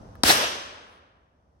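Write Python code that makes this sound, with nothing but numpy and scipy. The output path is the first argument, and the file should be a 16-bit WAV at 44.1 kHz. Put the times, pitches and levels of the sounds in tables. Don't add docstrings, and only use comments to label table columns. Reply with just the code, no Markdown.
import sys
import numpy as np
from scipy import signal
from scipy.fft import rfft, irfft
from scipy.io import wavfile

SR = 44100
rng = np.random.default_rng(int(sys.argv[2]) if len(sys.argv) > 2 else 0)


def put_to_file(sound):
    columns = np.atleast_2d(sound).T
    safe = np.clip(columns, -1, 1)
    whole_steps = np.round(safe * 32767)
    wavfile.write(sys.argv[1], SR, whole_steps.astype(np.int16))


N = 70560
SHOT_S = .2343


def undb(db):
    return 10 ** (np.asarray(db) / 20)


def rms(x):
    return np.sqrt(np.mean(x ** 2))


def unit(x):
    return x / rms(x)


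def clock():
    return np.arange(N) / SR


def freqs():
    return np.arange(N + 1) * SR / (2 * N)


def at(hz, table, column=1):
    table = np.array(table)
    return np.interp(np.log(hz + 1), np.log(table[:, 0]), table[:, column])


def loudness(table):
    return undb(np.interp(clock(), *np.array(table).T))


def bump(centre, width):
    return np.exp(-((clock() - centre) / width) ** 2 / 2)


def burst(start, hold, fall):
    age = clock() - start
    return (age >= 0) * np.exp(-np.maximum(age - hold, 0) / fall)


def fade(age, fade_s):
    return np.exp(-np.log(1000) * age / fade_s)


def colour(x, table):
    cepstrum = irfft(np.log(undb(at(freqs(), table))))
    cepstrum[1:N] *= 2
    cepstrum[N + 1:] = 0
    return irfft(rfft(x, 2 * N) * np.exp(rfft(cepstrum)))[..., :N]


def balance(x, table):
    return np.array([colour(side, np.array(table) * [1, half]) for side, half in zip(x, (.5, -.5))])


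def arrive(x, lag_ms):
    delay_s = np.array([[lag_ms], [-lag_ms]]) / 2000
    return irfft(rfft(x, 2 * N) * np.exp(-2j * np.pi * freqs() * delay_s))[:, :N]


def grains(scatter_db=1.5):
    sizes_db = scatter_db * np.repeat(rng.standard_normal(N // 16 + 1), 16)[:N]
    return unit(rng.standard_normal(N) * undb(sizes_db))


def surround(tone, lag_ms=0, focus=0, mic_gap_ms=.48, bass_likeness=.94):
    hz, angles = freqs()[::100], np.linspace(0, np.pi, 64)
    alike = np.cos(2 * np.pi * np.outer(hz, np.cos(angles)) * mic_gap_ms / 1000).mean(1)
    alike = np.interp(freqs(), hz, alike) * bass_likeness
    mid = grains()
    side = irfft(rfft(grains(), 2 * N) * np.sqrt((1 - alike) / (1 + alike)))[:N]
    around = np.array([mid + side, mid - side]) / np.sqrt(2)
    aimed = arrive(grains(), lag_ms)
    return unit(colour(np.sqrt(1 - focus) * around + np.sqrt(focus) * aimed, tone))


# (frequency [Hz], relative level [dB])
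RUMBLE_TONE = [(20, -24), (40, -7.5), (75, 1), (140, -11.5), (220, -10), (350, -17.5), (600, -16),
               (1000, -24.5), (1500, -31.5), (2400, -42), (4000, -44.5), (6000, -41), (7000, -51.5),
               (10000, -52), (12000, -62), (16000, -66)]
# (time [s], level [dB])
RUMBLE_LEVEL = [(0, -45), (.22, -47.5), (.3, -53.5), (.8, -61.5), (1.3, -65.5), (1.6, -63)]

def rumble():
    return surround(RUMBLE_TONE) * loudness(RUMBLE_LEVEL)


# (frequency [Hz], relative level [dB])
CLICK_TONE = [(200, -13), (900, -4.5), (1500, 5.5), (2600, -14), (7000, -18), (12000, -13), (16000, -18)]
# (frequency [Hz], peak level [dB], time to fade 60 dB [s])
KNOCK_NOTES = [(1260, -44.5, .025), (1690, -45.5, 0.02)]

def click(start_s=.154):
    age = np.maximum(clock() - start_s, 0)
    knock = sum(undb(db) * np.sin(2 * np.pi * hz * age) * fade(age, fade_s)
                for hz, db, fade_s in KNOCK_NOTES)
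    tick = surround(CLICK_TONE) * burst(start_s, hold=0, fall=.0022) * undb(-47)
    return knock + tick


# (frequency [Hz], relative level [dB])
CRACK_TONE = [(60, -19.5), (200, -6.5), (290, 4.5), (430, -12), (660, -1.5), (950, -6.5), (1500, -8.5),
              (2200, -16.5), (3300, -11), (4000, -3.5), (4900, 0.5), (5800, -8), (7000, -19), (8500, -9.5),
              (11000, -23), (16000, -22)]
# (frequency [Hz], left minus right [dB])
CRACK_LEAN = [(100, 4), (700, 6.5), (2500, 3.5), (4800, 6.5), (7000, 0), (9000, -1.5), (16000, -1)]

def muzzle_crack():
    gas = arrive(rng.standard_normal(N), lag_ms=.093)
    gas += .6 * rng.standard_normal((2, N))
    shape = burst(SHOT_S, hold=.0017, fall=.003)
    crack = colour(balance(gas * shape, CRACK_LEAN), CRACK_TONE)
    return unit(crack) * rms(shape) * undb(-11)


# (time [s], level before tone shaping [dB], push length [ms], left lag [ms], left minus right [dB])
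SHOCKS = [(.2352, -11.5, .5, 0.1, 7), (.2382, -2, .7, .05, 5), (.2760, -17.5, .6, -0.17, -2.5),
          (.2790, -19.5, .6, -.2, 0), (.2955, -11.5, 0.44, -.2, -1.5), (.3030, -12.5, .3, -.23, -1),
          (.3075, -11, 0.4, -0.34, 0), (.3105, -11, 0.36, -.23, -1)]
# (frequency [Hz], gain [dB])
SHOCK_TONE = [(40, -21.5), (120, -13.5), (280, 0.5), (480, -6), (720, 5.5), (1150, 0), (1700, 1),
              (2400, -5.5), (5000, -11), (16000, -15.5)]

def shock_waves(puff_s=.257, puff_hz=72.2):
    waves = 0
    for start, db, push_ms, lag_ms, lean_db in SHOCKS:
        age = np.maximum(clock() - start, 0) * 1000 / push_ms
        wave = (age > 0) * (1 - age) * np.exp(-age)
        sides = undb([[lean_db / 2], [-lean_db / 2]])
        waves += arrive(wave, lag_ms) * undb(db) * sides
    puff = -np.sin(2 * np.pi * puff_hz * (clock() - puff_s)) * bump(puff_s, width=.0051)
    return colour(waves, SHOCK_TONE) + puff * undb(-25.5)


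# (frequency [Hz], relative level [dB])
NEAR_TONE = [(30, -32), (70, -11), (190, -11), (300, -7), (480, -8), (750, -6), (1200, -11), (1800, -6),
             (2300, -8), (3300, -8), (4100, -7.5), (5600, -8.5), (6900, -14), (8600, -13.5), (11000, -15.5),
             (13400, -19.5), (16000, -23)]
# (time [s], level [dB])
NEAR_SWELL = [(.236, -33), (.246, -25), (.258, -19.5), (.268, -19.5), (.277, -15.5), (.291, -15.5),
              (.305, -15.5), (.315, -16), (.335, -22), (.38, -29.5), (.5, -84)]

def near_trees():
    echoes = surround(NEAR_TONE, lag_ms=-.23, focus=.16)
    return echoes * loudness(NEAR_SWELL) * burst(SHOT_S, hold=.25, fall=.03)


# (frequency [Hz], relative level [dB])
WOODS_TONE = [(24, -50.5), (40, -22.5), (77, -11), (194, -15), (231, -9.5), (402, -8), (585, -3.5),
              (697, -8), (873, -6.5), (1340, -6), (1810, -6), (2150, -9), (3060, -7), (4240, -12),
              (6020, -10), (6820, -19.5), (13100, -25), (14800, -36), (16000, -51.5)]
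# (frequency [Hz], early 60 dB fade [s], late 60 dB fade [s], late share [dB])
WOODS_FADES = [(60, 0.63, 1.52, -14), (254, 0.56, 1.8, -8.5), (616, .55, 1.57, -6), (1300, 0.35, 1.54, -8),
               (3080, 0.63, 1.133, -5.5), (5950, 0.79, 0.75, 0), (8060, 0.8, 0.68, -4),
               (13900, 0.29, 0.37, -16)]

def far_woods(full_s=.34, hold_s=.071, roll_s=.23, edge_s=1, thinning_db_per_s=7.5):
    t = clock()
    age = np.maximum(t - full_s - hold_s, 0)
    left_share = np.exp(-(age / roll_s) ** 2)
    from_left = np.sqrt(left_share) * surround(WOODS_TONE, lag_ms=-.36, focus=.2)
    from_right = np.sqrt(1 - left_share) * surround(WOODS_TONE, lag_ms=.466, focus=.13)
    spectrum = rfft(from_left + from_right, 2 * N)
    centres = np.geomspace(50, 16000, 18)
    tail = 0
    for hz, pick in zip(centres, np.eye(len(centres))):
        band = irfft(spectrum * at(freqs(), np.c_[centres, pick]))[:, :N]
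        early_s, late_s, late_db = (at(hz, WOODS_FADES, column) for column in (1, 2, 3))
        late_share = undb(late_db)
        tail += band * ((1 - late_share) * fade(age, early_s) + late_share * fade(age, late_s))
    rise = np.where(t < full_s, bump(full_s, width=.049), 1) * (t > SHOT_S)
    thinning_db = thinning_db_per_s * np.maximum(t - edge_s, 0)
    return tail * rise * undb(-22.5 - thinning_db)


# (time [s], width [s], pitch [Hz], pitch spread [Hz], level [dB])
CLUMP_ECHOES = [(.281, 0.004, 4100, 1500, -28.5), (.296, 0.0031, 402, 300, -22.5),
                (0.304, 0.003, 852.3, 277, -14.5), (0.303, 0.007, 4030, 601.5, -19.5),
                (0.307, 0.0033, 1825, 260, -14), (0.437, 0.0088, 601, 220, -29),
                (.445, 0.021, 3000, 2500, -31.5)]

def tree_clumps():
    echoes = 0
    for centre, width, hz, spread_hz, db in CLUMP_ECHOES:
        shape = bump(centre, width)
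        band = np.exp(-2 * ((freqs() - hz) / spread_hz) ** 2)
        noise = irfft(rfft(rng.standard_normal(N), 2 * N) * band)[:N]
        echoes += unit(noise * shape) * rms(shape) * undb(db)
    return arrive(echoes, lag_ms=-.25)


# (frequency [Hz], relative level [dB])
RUSTLE_TONE = [(2000, -27), (6000, -20), (9500, 16), (12000, -3), (16000, 3)]

def rustle():
    return surround(RUSTLE_TONE) * bump(centre=.924, width=.048) * undb(-76)


def scene():
    return (rumble() + click() + muzzle_crack() + shock_waves()
            + near_trees() + far_woods() + tree_clumps() + rustle())


# (frequency [Hz], left minus right [dB])
MIC_LEAN = [(60, -1), (200, -.5), (600, .3), (1300, 0), (2400, .8), (4400, 2.5), (6500, 0), (8500, -1.5),
            (16000, -1.2)]

def record(dry, low_cut_hz=36, top_hz=15900):
    bass_cut = signal.butter(2, low_cut_hz, "high", fs=SR, output="sos")
    top_cut = signal.ellip(10, .2, 80, top_hz, fs=SR, output="sos")
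    thinned = signal.sosfilt(bass_cut, balance(dry, MIC_LEAN))
    return signal.sosfilt(top_cut, np.clip(thinned, -1, 1))


dry = scene()
out = record(dry)
put_to_file(out)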